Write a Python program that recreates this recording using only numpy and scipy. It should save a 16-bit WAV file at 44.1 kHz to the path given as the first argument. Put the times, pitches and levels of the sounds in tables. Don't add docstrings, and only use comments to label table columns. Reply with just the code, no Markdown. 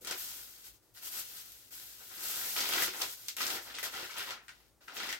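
import sys
import numpy as np
from scipy import signal
from scipy.fft import rfft, irfft
from scipy.io import wavfile
from scipy.ndimage import uniform_filter1d

SR = 44100
rng = np.random.default_rng(int(sys.argv[2]) if len(sys.argv) > 2 else 0)


def generate_wav(sig):
    pcm = np.round(np.clip(np.atleast_2d(sig).T, -1, 1) * 32767).astype(np.int16)
    wavfile.write(sys.argv[1], SR, pcm)


N = 229052
TIME = np.arange(N) / SR

# (start [s], length [s], first level [dB], last level [dB])
STROKES = [(0.008, 0.025, -48, -52), (0.06, 0.1, -45, -46.5), (0.163, 0.28, -38.5, -48),
           (0.45, 0.24, -50, -57.5), (0.632, 0.047, -48, -50.5), (0.727, 0.02, -54, -60),
           (0.81, 0.12, -68.5, -75), (0.936, 0.049, -55.5, -50.5), (1.01, 0.064, -45.5, -39.5),
           (1.098, 0.1, -43, -36.5), (1.222, 0.15, -47.5, -48), (1.349, 0.067, -46.5, -47),
           (1.432, 0.26, -50, -59.5), (1.705, 0.26, -45, -52), (1.968, 0.15, -52, -49),
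           (2.11, 0.13, -49.5, -40), (2.218, 0.096, -39.5, -34.5), (2.324, 0.26, -36.5, -37),
           (2.56, 0.26, -39.5, -35.5), (2.814, 0.044, -34, -35), (2.904, 0.12, -47.5, -39),
           (2.991, 0.14, -44, -43.5), (3.153, 0.16, -50.5, -50), (3.366, 0.19, -40.5, -39.5),
           (3.606, 0.13, -46, -57), (3.778, 0.017, -41, -43), (3.828, 0.02, -26, -37),
           (3.906, 0.29, -45.5, -55), (4.157, 0.16, -45.5, -52), (4.416, 0.27, -66, -74),
           (4.815, 0.14, -64, -63), (4.935, 0.03, -47, -45), (4.995, 0.13, -54, -46)]
# (start [s], length [s], first level [dB], last level [dB],
# small over large creases [dB], flapping over large creases [dB])
SQUEEZES = [(0.041, 0.017, -48.5, -48.5, -1, -12.5), (0.072, 0.023, -39.5, -46.5, 0.5, -11),
            (0.095, 0.019, -39.5, -39, -8, -12), (0.946, 0.026, -71, -59.5, 5.5, -23),
            (2, 0.026, -53.5, -62, -4, -7.5), (2.098, 0.39, -54.5, -48.5, -3.5, -14),
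            (2.559, 0.024, -36, -35, 1.5, -15), (2.593, 0.115, -41, -40, 3.5, -11),
            (2.722, 0.11, -36.5, -36.5, 2, -11), (2.868, 0.013, -47, -46.5, 9.5, -13),
            (2.94, 0.026, -44, -45, -3.5, -10), (2.997, 0.021, -41, -37, 1, -12.5),
            (3.053, 0.05, -59, -53.5, 0, -18), (3.364, 0.022, -48, -42.5, 4.5, -13),
            (3.403, 0.019, -37.5, -38.5, 5.5, -13), (3.43, 0.14, -41.5, -40, -2.5, -11),
            (3.647, 0.061, -51.5, -47.5, 0, -14.5), (3.738, 0.05, -46, -48.5, 4.5, -13),
            (3.823, 0.031, -38.5, -40.5, 2, -15), (3.894, 0.04, -58, -47, -4, -19),
            (3.93, 0.12, -42, -45.5, 1, -12), (4.09, 0.071, -46.5, -48, 0, -20),
            (4.158, 0.052, -43.5, -40.5, 4, -14.5), (4.261, 0.051, -42.5, -40.5, -1.5, -15),
            (4.335, 0.11, -49, -63.5, -14, -21), (4.494, 0.2, -64, -78, 2.5, -26),
            (4.806, 0.036, -60, -66, 0.5, -9), (4.876, 0.075, -50, -49.5, -5.5, -15),
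            (4.96, 0.15, -43, -43, 2, -12.5)]
# (time [s], relative level [dB], facet frequency [Hz], edge over facet [dB])
SNAPS = [(0.048, -32.5, 7050, -7), (0.072, -28, 5100, -7), (0.111, -24, 5060, -16),
         (0.124, -30.5, 2500, -11), (0.95, -52, 1390, -1), (1.52, -36.5, 7330, 3), (2.565, -23.5, 3090, -3),
         (2.606, -22.5, 5400, -6), (2.69, -22, 3780, 14), (2.721, -25, 1510, -10),
         (2.736, -21.5, 3040, -18), (2.781, -23, 1560, -8), (2.8, -22, 4980, 3), (2.822, -14.5, 1950, 5.5),
         (2.835, -19.5, 5440, 0), (2.88, -28.5, 1410, -6), (2.937, -32.5, 1790, -8),
         (3.018, -19.5, 4900, -5.5), (3.284, -22, 4730, -6), (3.367, -24.5, 6100, 1.5),
         (3.406, -24, 1210, -14), (3.417, -23.5, 3600, -5), (3.467, -23, 5530, -15), (3.503, -24, 3360, -9),
         (3.752, -34, 3930, -10), (3.786, -28, 1980, -10), (3.829, -28, 1920, 4), (4.102, -43, 1400, -15),
         (4.181, -30, 2080, 25), (4.307, -31, 2860, -11), (4.482, -38, 1900, -30),
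         (4.492, -37.5, 1490, -24), (4.602, -53, 837, -2), (4.812, -55, 1430, -3), (4.882, -35, 1400, -18),
         (4.968, -32.5, 2540, -12), (5.002, -30, 1410, -18), (5.033, -31, 1790, -4),
         (5.092, -27.5, 1990, -7), (5.127, -23.5, 1890, -16)]
# (frequency [Hz], gain [dB])
SLIDE_SPECTRUM = [(300, -13), (1000, -26.5), (2000, -12), (3300, -5.5), (5000, -2), (7500, -1.5),
                  (9800, -4), (12500, 3), (16000, 1.5)]
CRUMPLE_SPECTRUM = [(200, -19.5), (500, -12), (850, -4.5), (1400, 1), (2200, -3.5), (3500, -0.5),
                    (5200, -3), (7000, -9), (9500, -15.5), (16000, -31.5)]
FLAP_SPECTRUM = [(30, -45), (70, -6.5), (110, -9), (150, -21.5), (200, -8), (340, -1.5), (600, -1),
                 (900, -4.5), (2000, -40.5), (8000, -79)]
# (frequency [Hz], width [Hz], gain [dB])
FACE_RESONANCE = [(1490, 200, 8)]
# (time [s], relative level [dB])
BUMPS = [(.014, -54), (0.024, -48.5), (.045, -48), (.112, -39), (2.463, -52), (2.882, -39), (3.558, -43),
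         (4.029, -42)]
# (frequency [Hz], relative level [dB], 60 dB decay time [s])
POUCH_MODES = [(375, 12, 0.1), (462, 14, 0.066), (505, 1, 0.11)]
# (time [s], left over right port in the bass and middle [dB])
POUCH_BALANCE = [(0.1, 2), (0.5, 6), (2.0, 7.5), (2.6, 0.5), (3.3, 2), (4.3, 2), (5.1, 3)]
# (lower edge [Hz], upper edge [Hz])
ECHO_BANDS = [signal.butter(3, edges, "band", fs=SR, output="sos")
              for edges in ((40, 650), (650, 1600), (1600, 7000), (7000, 19000))]
# (60 dB decay time [s], port difference over common part [ratio])
WALL_ECHOES = [(0.25, 0.37), (0.16, 0.97), (0.19, 0.93), (0.16, 1)]
# (frequency [Hz], width [Hz], gain [dB])
CORNER_RESONANCES = [(205, 40, 3), (360, 50, 4), (510, 50, 2.5), (590, 60, -2), (750, 110, 3.5),
                     (990, 110, 2.5), (1130, 70, -4), (1260, 70, 2), (1420, 130, 2.5), (1570, 50, 2),
                     (2040, 170, 3), (2730, 80, 2), (3290, 70, 2)]
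# (frequency [Hz], relative level [dB])
ROOM_TONE = [(22, -47), (38, -17), (55, 0.5), (80, -22), (105, -1.5), (160, -15.5), (350, -9), (700, -17),
             (1300, -21), (3000, -29), (6000, -26.5), (9500, -27), (13000, -28.5), (16000, -26.5)]
# (frequency [Hz], left over right [dB])
PORT_DIFFERENCE = [(60, 6.5), (150, 6), (350, 1), (800, 0), (2200, 1.3), (3300, 3.3), (4500, 1.3),
                   (7200, -1), (8200, 6), (9800, 2), (12500, 2.5), (16000, 1)]


def snaps(chatter=0.36, chatter_s=0.0019, echo_db=1, edge_hz=12500, ring_db=-4, ring_below_hz=2300):
    out = np.zeros((2, N))
    for start, db, hz, edge_db in SNAPS:
        echoes = wall_echoes()
        jolt = chatter * rng.standard_normal(echoes.shape) * np.exp(-TIME[:echoes.shape[1]] / chatter_s)
        jolt[:, 0] = 1
        drive = jolt / np.linalg.norm(jolt, axis=1, keepdims=True) + undb(echo_db) * echoes
        ring_gain = undb(ring_db) / (1 + (hz / ring_below_hz) ** 4)
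        facet = unit_rms(resonate(drive, hz, q=0.8)) + ring_gain * unit_rms(resonate(drive, hz, q=16))
        edge = unit_rms(resonate(resonate(drive, edge_hz, q=1.9), edge_hz, q=1))
        click = facet + undb(edge_db) * edge
        add(out, start, undb(db) * click / np.abs(click).max(axis=1).mean())
    return colour(out, [(200, -24), (800, -6), (1300, 2), (7000, 4), (9800, 3.5), (12500, -2)])


def crumpling(large_gain, small_gain, split_hz=2600, ring_db=-9):
    buckles = grains(per_s=1400, spread_db=4.5, low_hz=563, high_hz=10900, cycles=0.97, samples=192)
    buckles = steady(colour(buckles, CRUMPLE_SPECTRUM), span_s=0.021)
    large = signal.sosfiltfilt(signal.butter(2, split_hz, fs=SR, output="sos"), buckles)
    small = buckles - large
    taut = grains(per_s=240, spread_db=3.5, low_hz=1247, high_hz=2634, cycles=8.6, samples=1400)
    return large_gain * (large + undb(ring_db) * steady(taut, span_s=0.096)) + small_gain * small


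def sliding():
    slips = grains(per_s=8000, spread_db=2.5, low_hz=1000, high_hz=15340, cycles=0.95, samples=48)
    return steady(colour(slips, SLIDE_SPECTRUM, FACE_RESONANCE), span_s=0.023)


def flapping():
    pops = grains(per_s=600, spread_db=2.5, low_hz=133.6, high_hz=1370, cycles=0.74, samples=800, spots=3)
    return steady(colour(pops, FLAP_SPECTRUM), span_s=0.0213)


def bumps():
    out, t = np.zeros(N), TIME[:SR // 4]
    ring = sum(undb(db - 60 * t / t60) * np.sin(2 * np.pi * hz * t) for hz, db, t60 in POUCH_MODES)
    for start, db in BUMPS:
        add(out, start, undb(db) * ring / np.abs(ring).max())
    return out


def handling(dent_db=-15.5, small_dent_db=-9.5, stir_db=-28.5):
    slide = sum(movement(*stroke, attack_s=0.022, release_db_per_s=466) for stroke in STROKES)
    large, small, flap = (slide * undb(db) ** 2 for db in (dent_db, small_dent_db, stir_db))
    for *squeeze, small_db, flap_db in SQUEEZES:
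        power = movement(*squeeze, attack_s=0.0058, release_db_per_s=308)
        large += power
        small += power * undb(small_db) ** 2
        flap += power * undb(flap_db) ** 2
    return np.sqrt([slide, large, small, flap])


def movement(start, length, first_db, last_db, attack_s, release_db_per_s):
    age = TIME - start
    db = np.interp(age, [0, length], [first_db, last_db]) - release_db_per_s * np.clip(age - length, 0, 1)
    return np.clip(age / attack_s, 0, 1) * 10 ** (db / 10)


def grains(per_s, spread_db, low_hz, high_hz, cycles, samples, spots=8):
    when, rank, pitch, phase, spot = rng.random((int(per_s * N / SR), 5)).T
    hz = low_hz * (high_hz / low_hz) ** pitch
    gain = undb(-spread_db * np.log(rank + .02)) * hz / low_hz
    age_cycles = hz[:, None] * np.arange(samples) / SR
    rings = gain[:, None] * np.exp(-age_cycles / cycles) * np.sin(2 * np.pi * (age_cycles + phase[:, None]))
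    starts = (spot * spots).astype(int) * N + (when * (N - samples)).astype(int)
    places = starts[:, None] + np.arange(samples)
    return np.bincount(places.ravel(), rings.ravel(), spots * N).reshape(spots, N)


def steady(spots, span_s):
    power = uniform_filter1d(np.sum(spots ** 2, axis=0), int(span_s * SR))
    return spots / np.sqrt(power + 1e-9)


def resonate(x, hz, q):
    w = 2 * np.pi * hz / SR
    damping = np.sin(w) / (2 * q)
    return signal.lfilter([damping, 0, -damping], [1 + damping, -2 * np.cos(w), 1 - damping], x)


def colour(x, points, peaks=(), size=4096):
    f = np.linspace(0, SR / 2, size + 1)
    hz, db = np.transpose(points)
    curve_db = np.interp(np.log(f + 1), np.log(hz), db)
    for centre, width, gain in peaks:
        curve_db += gain / (1 + (2 * (f - centre) / width) ** 2)
    cepstrum = irfft(np.log(undb(curve_db)))[:size]
    cepstrum[1:] *= 2
    response = irfft(np.exp(rfft(cepstrum, 2 * size)))[:size]
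    return signal.oaconvolve(np.atleast_2d(x), response[None], axes=1)[:, :N].reshape(x.shape)


def add(track, start_s, sound):
    i = int(start_s * SR)
    track[..., i:i + sound.shape[-1]] += sound[..., :N - i]


def undb(db):
    return 10 ** (np.asarray(db) / 20)


def unit_rms(x):
    return x / np.sqrt(np.mean(x ** 2))


def held_aside(x, below_hz=3200):
    body = signal.sosfiltfilt(signal.butter(1, below_hz, fs=SR, output="sos"), x)
    left_db = np.interp(TIME, *np.transpose(POUCH_BALANCE))
    return x - body + body * undb(np.array([left_db, -left_db]) / 2)


def room(spots, direct_db, echo_db, max_lag_s):
    out = 0
    for x in spots:
        response = undb(echo_db) * wall_echoes()
        response[0, int(rng.random() * max_lag_s * SR)] += undb(direct_db)
        response[1, 0] += undb(direct_db)
        out = out + signal.oaconvolve(x[None], response, axes=1)[:, :N]
    return out


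def wall_echoes(gap_s=.002):
    t, tail = TIME[:SR // 5], 0
    for band, (t60, apart) in zip(ECHO_BANDS, WALL_ECHOES):
        mid, side = signal.sosfilt(band, rng.standard_normal((2, len(t))))
        ports = np.array([mid + apart * side, mid - apart * side]) / np.hypot(1, apart)
        tail = tail + ports * undb(-60 * t / t60)
    tail = tail * (t > gap_s)
    return tail / np.sqrt(np.sum(tail ** 2, axis=1, keepdims=True))


def background(air_db, hum_db, apart_db=-4, hum_hz=57, waver=0.59):
    air = rng.standard_normal(N) + undb(apart_db) * rng.standard_normal((2, N))
    sway = unit_rms(resonate(rng.standard_normal(N), hum_hz, q=9.9))
    hum = unit_rms(np.sin(2 * np.pi * hum_hz * TIME) + waver * sway)
    return undb(air_db) * unit_rms(colour(air, ROOM_TONE)) + undb(hum_db) * hum


def scene():
    slide, large, small, flap = handling()
    film = slide * sliding() + crumpling(large, small)
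    rustle = room(film, direct_db=-3.5, echo_db=-2, max_lag_s=0.0002)
    panels = room(flap * flapping(), direct_db=-1, echo_db=-5, max_lag_s=0.0004)
    knocks = room([bumps()], direct_db=-1.5, echo_db=-9, max_lag_s=0.00013)
    pouches = held_aside(rustle + snaps() + panels + knocks)
    in_corner = colour(pouches, [(100, -1.9), (16000, -0.9)], CORNER_RESONANCES)
    return in_corner + background(air_db=-70, hum_db=-78.5)


def record(dry):
    ports = np.array([colour(x, [(hz, side * db / 2) for hz, db in PORT_DIFFERENCE])
                      for x, side in zip(dry, (1, -1))])
    return signal.sosfilt(signal.ellip(12, .2, 80, 16000, fs=SR, output="sos"), ports)


dry = scene()
out = record(dry)
generate_wav(out)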